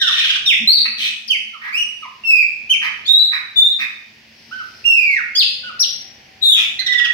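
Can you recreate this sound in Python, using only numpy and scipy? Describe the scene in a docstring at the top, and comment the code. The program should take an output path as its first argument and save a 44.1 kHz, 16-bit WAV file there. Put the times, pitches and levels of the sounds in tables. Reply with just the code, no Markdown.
"""Caged blackbirds in a courtyard

Two birds sing on the wall of a bare, hard-walled yard. The syrinx membrane gives loud slurred
whistles, soft low notes, held tones and bubbling chirps; vibrating chaotically, it gives short rasps.
The walls smear each glide into a tail. Behind: one far-off call, a dull bump, a low hum, faint rumble."""
import sys
import numpy as np
from scipy import signal
from scipy.fft import rfft, irfft, next_fast_len
from scipy.io import wavfile
from scipy.ndimage import uniform_filter1d, minimum_filter1d

SR = 44100
rng = np.random.default_rng(int(sys.argv[2]) if len(sys.argv) > 2 else 0)


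def to_wav(s):
    """Save 16-bit WAV."""
    ch = np.atleast_2d(s).T  # columns
    pcm = np.round(np.clip(ch, -1, 1) * 32767)  # PCM
    wavfile.write(sys.argv[1], SR, pcm.astype(np.int16))


N = 314433
TIME = np.arange(N) / SR

# throat and beak response: f/Hz, gain/dB
BEAK_RESPONSE = [(2000, 4.5), (4500, 0), (5700, 3), (7000, -11), (8800, -6), (10000, -14.5), (11500, -8.5),
                 (13000, 0), (15500, -12.5)]


def whistles(gain_db=-3):
    """Loud slurred notes; two or three tones sound at once where they overlap."""
    # t/s, glide/s, drop/s, f_from/Hz, f_to/Hz, scoop/oct, drop/oct, level/dB, attack/s, fade/dB,
    # pan L-R/dB, octave gain/dB, upper overtone gain/dB, hoarseness/0-1
    notes = [ (0.453, 0.029, 0.0185, 5490, 5466, 0.12, 0.068, -25, 0.0039, 4.5, 6.5, -22, -8, 0.36),
             (0.457, 0.025, 0.049, 3630, 3640, .15, 0.88, -10, 0.0057, -8.5, -3, 0.5, 10.5, 0),
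             (.673, 0.072, 0.038, 4056, 4617, -0.06, .33, -1, 0.0033, 10, 2, -7.5, 0.5, 0),
             (1.276, 0.012, 0.005, 5730, 4620, 0.16, 0.06, -16, 0.0077, 6, 5.5, 19, 10, 0.77),
             (1.292, 0.015, 0.052, 3154, 3180, -0.045, 0.65, -9, 0.015, 4, -3, -4.5, 6, 0),
             (1.713, 0.068, 0.046, 2093, 2920, -0.15, 0.025, -17, 0.024, 1, -3, -.5, 7.5, 0.1),
             (2.236, 0.051, 0.14, 2696, 2662, 0.045, .18, -7, 0.06, 3, -4.5, -5.5, 1.5, 0.15),
             (2.693, 0.024, 0.036, 2980, 3163, -.02, 0.52, -9, 0.0093, 1.5, 1.5, -2, 5, 0.28),
             (3.053, 0.021, 0.009, 4450, 4900, -0.18, -0.25, -24.5, 0.00194, 19, 6, -21, -8, .18),
             (3.059, 0.028, 0.0074, 3293, 3630, 0.097, -0.089, -22, 0.0038, 3, 4.5, 13, 7.5, .1),
             (3.076, .12, 0.03, 3630, 3949, 0.051, 0.013, -6, 0.012, -0.5, -0.5, -11, 2.5, 0),
             (3.558, 0.051, 0.12, 3556, 3562, 0.013, -0.11, -5.5, 0.013, 15.5, 0, -3, 4, 0),
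             (4.84, .322, 0.044, 2903, 2076, -0.25, .66, -9, .018, 9.5, -3.5, -7, 0.5, 0.03),
             (5.349, 0.0147, 0.0084, 3300, 3417, -0.55, -.04, -16, 0.0096, 5.5, 1.5, 15, -20.5, 0.11),
             (5.349, .038, 0.045, 4780, 5022, -0.086, 1, -0.5, 0.05, 2, 2, -2, 6.5, 0.3),
             (5.79, 0.023, .036, 5910, 5795, -0.81, 1.08, -12, 0.0091, -2.5, 4.5, 5, -22, .02),
             (6.412, .1, .045, 3858, 3756, 0.0083, .15, -14.5, 0.016, -4, 4.5, 2.5, 4, 0),
             (6.416, 0.036, 0.13, 4060, 4104, 0.13, 0.69, -23.5, .02, -1.5, 5, -15, 8, 0.1),
             (6.422, .06, .09, 3480, 3737, -0.03, .24, -10, 0.035, 1, 1.5, 5, 15.5, 0.04),
             (6.787, 0.017, 0.02, 2048, 2078, -0.15, 0.57, -19, 0.0051, 13, -6.5, 21.5, 12, 0.12), ]
    out = np.zeros((2, N))
    for start_s, *shape, pan_db, octave_db, upper_db, hoarse in notes:
        tone = voice(slur(start_s, *shape), octave_db, upper_db, hoarse)
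        add(out, start_s, from_db(gain_db) * tone, pan_db)
    return out


def held_tones(gain_db=-3, fade_db=4):
    """Tones under the trills, without scoop or drop."""
    # t/s, length/s, f_from/Hz, f_to/Hz, level/dB, attack/s, pan L-R/dB, octave gain/dB,
    # upper overtone gain/dB, hoarseness/0-1
    notes = [(0, 0.23, 1850, 1851, -29.5, 0.00097, 8, 23.5, 18.5, 0.39),
             (6.858, .27, 2000, 1882, -14, .028, -15.5, -17, -13, 0.15)]
    out = np.zeros((2, N))
    for start_s, length_s, from_hz, to_hz, db, attack_s, pan_db, *timbre in notes:
        contour = slur(start_s, length_s, 0, from_hz, to_hz, 0, 0, db + gain_db, attack_s, fade_db)
        add(out, start_s, voice(contour, *timbre), pan_db)
    return out


def low_notes(gain_db=-3, drop_s=0.022, drop_oct=0.3):
    """Quiet reedy notes that hang briefly, then drop."""
    # t/s, glide/s, f_from/Hz, f_to/Hz, scoop/oct, level/dB, pan L-R/dB, overtone gain/dB
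    notes = [(.005, 0.08, 1660, 1348, 0.0071, -24, -4, 14), (1.529, 0.014, 1414, 1373, -0.18, -34, -10, 3),
             (2.021, 0.016, 1320, 1211, 0.028, -28, -3, 12),
             (4.51, 0.084, 1521, 1522, -.4, -25.5, -4.5, -1.5),
             (5.63, .057, 1513, 1436, -0.043, -28.5, -2, 9), (6.565, .032, 1450, 1308, 0, -39.5, -9, 10)]
    out = np.zeros((2, N))
    for start_s, glide_s, from_hz, to_hz, scoop_oct, db, pan_db, bright_db in notes:
        contour = slur(start_s, glide_s, drop_s, from_hz, to_hz, scoop_oct, drop_oct, db + gain_db,
                       attack_s=0.01, fade_db=3)
        tone = voice(contour, octave_db=bright_db + 2, upper_db=bright_db - 2, hoarse=0.085)
        add(out, start_s, tone, pan_db)
    return out


def slur(start_s, glide_s, drop_s, from_hz, to_hz, scoop_oct, drop_oct, db, attack_s, fade_db):
    """Note contour that scoops onto pitch, glides and drops. 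Rows: t/s, f/Hz, level/dB."""
    onset_db, loss_db_per_oct = 19, 13
    scoop_s = min(0.0065, 0.2 * glide_s)
    along = np.linspace(0, 1, num=200)
    t = along * (glide_s + max(drop_s, 0))
    drop_ramp = np.maximum(t - glide_s, 0) / max(drop_s, 1e-6)
    dropped_oct = drop_oct * uniform_filter1d(drop_ramp, size=21, mode="nearest")
    bend_oct = scoop_oct * np.exp(-t / scoop_s) - dropped_oct
    hz = np.interp(t, [0, glide_s], [from_hz, to_hz]) * 2 ** bend_oct
    attack_left = np.maximum(1 - t / max(attack_s, 1e-6), 0)
    level_db = db - onset_db * attack_left - fade_db * along - loss_db_per_oct * dropped_oct
    return np.transpose([start_s + t, hz, level_db])


def voice(contour, octave_db, upper_db, hoarse, grain_hz=600):
    """Nearly pure tone; hoarseness roughens the overtones and adds period doubling."""
    # harmonics 2-6: level/dB
    harmonics_db = [-17.5, -27, -36, -33.5, -36]
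    phase, pitch_hz, level = syrinx(contour)
    t = TIME[:len(phase)]
    # the membrane slackens as pitch falls: less steady, and duller in a quick fall
    fallen_oct = np.log2(np.maximum.accumulate(pitch_hz) / pitch_hz)
    phase = phase + 0.15 * fallen_oct * waver(t, grain_hz)
    slack_gain = from_db(-fallen_oct / t[-1])
    overtones = 0
    for k, db in enumerate(harmonics_db, 2):
        grain_rad = (0.45 + hoarse) * waver(t, grain_hz) / np.sqrt(k)
        gain = from_db(db + (octave_db if k == 2 else upper_db))
        overtones += gain * partial(phase + grain_rad, pitch_hz, k)
    effort = rms_one(uniform_filter1d(level, size=600, mode="nearest"))
    tone = np.sin(phase) + slack_gain * effort ** 0.25 * overtones
    doubling = 1 + 0.065 * hoarse * np.cos(phase / 2)
    return level * tone * doubling


def syrinx(contour, jitter=0.0035, shimmer_db=2.36, edge_s=0.0022, jitter_rate_hz=350):
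    """Membrane following a contour, slightly unsteady. Returns phase/rad, f/Hz, amplitude."""
    times_s, hz, db = np.transpose(contour)
    t = np.arange(times_s[0], max(times_s[-1], times_s[0] + edge_s) + edge_s, 1 / SR)
    pitch_hz = uniform_filter1d(np.interp(t, times_s, hz), size=130, mode="nearest")
    pitch_hz *= 1 + jitter * waver(t, jitter_rate_hz)
    to_edge_s = np.minimum(t - t[0], t[-1] - t)
    fade = np.sin(np.pi / 2 * np.clip(to_edge_s / edge_s, 0, 1)) ** 2
    level = from_db(np.interp(t, times_s, db) + shimmer_db * waver(t, 150))
    return 2 * np.pi * np.cumsum(pitch_hz) / SR, pitch_hz, np.sqrt(2) * level * fade


def partial(phase, pitch_hz, multiple):
    """One harmonic as it leaves the beak."""
    hz = multiple * pitch_hz
    return from_db(at_hz(BEAK_RESPONSE, hz)) * (hz < SR / 2) * np.sin(multiple * phase)


def trills(period_s=0.06):
    """Even runs of chirps, sinking and growing rougher. 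Yields t/s, f/Hz, level/dB, relative jitter."""
    # t_first/s, t_last/s, f_first/Hz, f_last/Hz, level/dB, swell/dB, relative jitter of last chirp
    runs = [(.018, 0.354, 1911, 1691, -16, -1, 0.061), (6.866, 7.047, 1934, 1694, -17.5, 0.5, 0.042)]
    for first_s, last_s, first_hz, last_hz, db, swell_db, jitter in runs:
        span_s = last_s - first_s
        for along in np.linspace(0, 1, round(span_s / period_s) + 1):
            hz = first_hz * (last_hz / first_hz) ** along
            jitter_share = np.interp(along, [0, 1], [0.64, 1])
            yield first_s + along * span_s, hz, db + swell_db * along, jitter * jitter_share


def chirps(hold_s=0.01134, drop_s=0.00999, grain_rad=0.22, grain_hz=900, gain_db=-3):
    """Grainy notes that hang an instant, then drop; strongest on the second partial."""
    # partials 1-7: level/dB
    partials_db = [-11, 3.5, -12, -12, -24, -23.5, -30]
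    out = np.zeros((2, N))
    for centre_s, hz, db, jitter in trills():
        start_s, knee_s = centre_s - hold_s / 2, centre_s + hold_s / 2
        contour = [(start_s, hz, db - 5), (knee_s, 0.95 * hz, db), (knee_s + drop_s, 0.74 * hz, db - 13)]
        phase, pitch_hz, level = syrinx(contour, jitter, shimmer_db=3, jitter_rate_hz=grain_hz)
        t = TIME[:len(phase)]
        tone = sum(from_db(part_db) * partial(phase + grain_rad * waver(t, grain_hz), pitch_hz, k)
                   for k, part_db in enumerate(partials_db, 1))
        add(out, start_s, from_db(gain_db) * level * tone, pan_db=-3)
    return out


def rasps(flutter_db=2, flutter_hz=300, rattle_db=5, rattle_hz=75):
    """Chaotic syrinx vibration: fluttering, rattling hiss through throat and beak resonances."""
    # t/s, length/s, f_centre/Hz, level/dB, pan L-R/dB, treble tilt/(dB/oct)
    bursts = [(0.094, 0.29, 3290, -20.5, 1, 1.5), (0.844, 0.026, 2370, -21.5, -5, 3.5),
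              (0.972, 0.13, 3355, -20, -0.5, 5), (1.606, 0.1, 1812, -28.5, -4.5, 2.5),
              (2.812, 0.065, 2025, -18.5, -6.5, 2.5), (3.314, 0.059, 1940, -22, -4.5, 3),
              (3.784, 0.064, 2060, -22, -3.5, 6), (4.267, 1, 4600, -50, 4, 6.5),
              (6.54, 0.12, 2910, -20, -2, 5.5)]
    # f/f_centre, level/dB
    rasp_spectrum = [(.25, -50), (.42, -27.5), (.6, -13), (.74, -9), (.9, 1), (1.15, 1.5), (1.45, -16),
                     (2.4, -18.5), (3.4, -30.5), (6.5, -32)]
    # throat resonances: f/Hz, width/Hz, boost/dB
    resonances = [(942, 140, 9), (1230, 61, 12.5), (1893.6, 55, 7.5), (2490, 190, 9.5)]
    out = np.zeros((2, N))
    hz = np.geomspace(300, 16000, num=300)
    throat_db = sum(boost_db * np.exp(-((hz - peak_hz) / width_hz) ** 2)
                    for peak_hz, width_hz, boost_db in resonances)
    tract_db = throat_db + at_hz(BEAK_RESPONSE, hz)
    for start_s, length_s, centre_hz, db, pan_db, tilt in bursts:
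        t = np.arange(int(length_s * SR)) / SR
        treble_db = tilt * np.clip(np.log2(hz / centre_hz), 0, 2)
        colour_db = at_hz(rasp_spectrum, hz / centre_hz) + tract_db + treble_db
        hiss = np.resize(coloured(16384, np.transpose([hz, colour_db])), len(t))
        rattle = np.sin(2 * np.pi * rattle_hz * t + 2 * waver(t, rattle_hz))
        flutter = np.tanh(waver(t, flutter_hz))
        rough = rms_one(hiss * from_db(flutter_db * flutter + rattle_db * rattle))
        arch = np.sin(np.pi * t / length_s) ** 0.65
        add(out, start_s, from_db(db) * rough * arch, pan_db)
    return out


def courtyard(sound, direct_gain, tail_db=0.56, build_s=0.008, predelay_s=0.0073):
    """Direct sound, slaps from floor and walls, then a dense tail whose treble dies first."""
    # early echoes: left delay/s, right delay/s, level/dB
    slaps = [(.0031, 0.0033, -2), (.0094, 0.01038, -3), (0.0176, 0.03, -21), (0.031, .027, -9.5)]
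    # reverberation: f/Hz, T60/s
    decay_times = [(300, 1), (1200, 0.59), (2500, 0.65), (4000, 0.52), (6000, 0.58), (9000, 0.52),
                   (15000, 0.078)]
    t = np.arange(SR) / SR
    hz = np.fft.rfftfreq(SR, 1 / SR)
    white = rfft(rng.standard_normal((2, SR)))
    centres_hz, t60s_s = np.transpose(decay_times)
    tail = 0
    for weights, t60_s in zip(np.eye(len(centres_hz)), t60s_s):
        band = irfft(white * np.interp(hz, centres_hz, weights), SR)
        tail += band * from_db(-60 * t / t60_s)
    tail *= 1 - np.exp(-np.maximum(t - predelay_s, 0) / build_s)
    response = from_db(tail_db) * tail / np.sqrt(SR * 0.03)
    response[[0, 1], [0, 4]] += direct_gain   # left leads by 4 samples
    for left_s, right_s, db in slaps:
        response[[0, 1], [int(left_s * SR), int(right_s * SR)]] += from_db(db)
    return signal.fftconvolve(sound, response, axes=1)[:, :N]


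def far_call():
    """Two faint drawn-out notes from beyond the wall."""
    # t/s, length/s, f_from/Hz, f_to/Hz, level/dB
    notes = [(5.505, 0.44, 546.6, 550, -61), (5.963, .88, 773, 749, -59.5)]
    out = np.zeros((2, N))
    for start_s, length_s, from_hz, to_hz, db in notes:
        contour = slur(start_s, length_s, 0, from_hz, to_hz, 0, 0, db, attack_s=0.03, fade_db=2)
        phase, _, level = syrinx(contour, jitter=0.035, shimmer_db=4, edge_s=0.03, jitter_rate_hz=22)
        add(out, start_s, level * np.sin(phase), pan_db=-1)
    return out


def bump(hz=218, width_s=0.026):
    """Dull, rounded thud: a short swell of an unsteady low tone."""
    # t/s, level/dB
    thuds = [(.635, -31)]
    peak_s, db = thuds[0]
    swell = np.exp(-((TIME - peak_s) / width_s) ** 2)
    return from_db(db) * np.sqrt(2) * swell * np.sin(2 * np.pi * hz * TIME + waver(TIME, 90))


def low_hum(hz=224, waver_hz=28, base_db=-59, swell_db=15, peak_s=0.82, width_s=0.23):
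    """Narrow, wavering hum that swells once, just after the bump."""
    phase = 2 * np.pi * hz * TIME
    hum = waver(TIME, waver_hz) * np.cos(phase) + waver(TIME, waver_hz) * np.sin(phase)
    swell = np.exp(-((TIME - peak_s) / width_s) ** 2)
    return from_db(base_db + swell_db * swell) * hum


def outdoor_air(rumble_gain_db=12, hiss_gain_db=-51, split_hz=800, top_hz=13000):
    """Rumble that swells and sinks, alike in both ears, under steady diffuse hiss."""
    # f/Hz, relative density/dB
    air_spectrum = [(18, -45.5), (30, -17.5), (117, -11.5), (379, -16.5), (455, -18), (575, -17.5),
                    (767, -16), (1260, -21), (1870, -6), (2690, -5), (3980, -12.5), (4540, -7.5),
                    (5450, -11), (8280, -30.5), (15500, -22)]
    # t/s, relative level/dB
    rumble_levels = [(0.0, -55.5), (0.61, -50), (0.83, -51.5), (1.19, -63.5), (3.02, -53.5), (3.81, -60.5),
                     (4.81, -52), (5.54, -55), (5.66, -52.5), (7.13, -53)]
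    # f/Hz, left-right correlation
    correlation = [(60, .92), (200, 0.887), (500, 0.75), (1200, 0.25), (4000, 0.24), (15000, 0.055)]
    hz = np.fft.rfftfreq(N, 1 / SR)
    alike = at_hz(correlation, hz)
    mid, side = rfft(coloured(N, air_spectrum)), rfft(coloured(N, air_spectrum))
    air = np.sqrt(1 + alike) * mid + np.sqrt(1 - alike) * side * [[1], [-1]]
    lowpass = 1 / (1 + (hz / split_hz) ** 2)
    rumble = irfft(air * lowpass, N)
    hiss = irfft(air * (1 - lowpass) / (1 + (hz / top_hz) ** 2), N)
    rumble_db = rumble_gain_db + np.interp(TIME, *np.transpose(rumble_levels))
    return from_db(rumble_db) * rumble + from_db(hiss_gain_db) * hiss


def from_db(db):
    """Decibels to gain."""
    return 10 ** (np.asarray(db) / 20)


def rms_one(x):
    """Scale to unit power."""
    return x / np.sqrt(np.mean(x ** 2) + 1e-20)


def at_hz(points, hz):
    """Read a table on a log-frequency axis."""
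    known_hz, values = np.transpose(points)
    return np.interp(np.log(np.maximum(hz, 1e-3)), np.log(known_hz), values)


def coloured(size, spectrum):
    """Unit-power noise; spectrum rows: f/Hz, level/dB."""
    hz = np.fft.rfftfreq(next_fast_len(2 * size), 1 / SR)
    white = rfft(rng.standard_normal(2 * len(hz) - 2))
    return rms_one(irfft(white * from_db(at_hz(spectrum, hz)))[:size])


def waver(t, rate_hz):
    """Random drift, linear between Gaussian knots."""
    knots = rng.standard_normal(4096)
    return np.interp((t - t[0]) * rate_hz, np.arange(len(knots)), knots)


def add(out, start_s, sound, pan_db):
    """Mix a sound into stereo; positive pan is left."""
    i = max(int(start_s * SR), 0)
    gains = from_db([[pan_db / 2], [-pan_db / 2]])
    out[:, i:i + len(sound)] += rms_one(gains) * sound[:max(N - i, 0)]


def scene():
    """Song carries straight from the cages; rasps and far call arrive more by way of the walls."""
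    song = courtyard(whistles() + held_tones() + low_notes() + chirps(), direct_gain=0.86)
    diffuse = courtyard(rasps() + far_call(), direct_gain=0.29)
    return song + diffuse + low_hum() + bump() + outdoor_air()


def record(dry, low_cut_hz=48, ceiling=0.93, high_cut_hz=15800):
    """Microphone bass roll-off, peak limiter, steep treble cut."""
    highpass = signal.butter(4, low_cut_hz, "high", fs=SR, output="sos")
    lowpass = signal.ellip(12, 0.1, 80, high_cut_hz, fs=SR, output="sos")
    mic = signal.sosfilt(highpass, dry)
    allowed_gain = np.minimum(1, ceiling / (np.abs(mic).max(axis=0) + 1e-9))
    gain = uniform_filter1d(minimum_filter1d(allowed_gain, size=600), size=600)
    return signal.sosfilt(lowpass, mic * gain)


dry = scene()
out = record(dry)
to_wav(out)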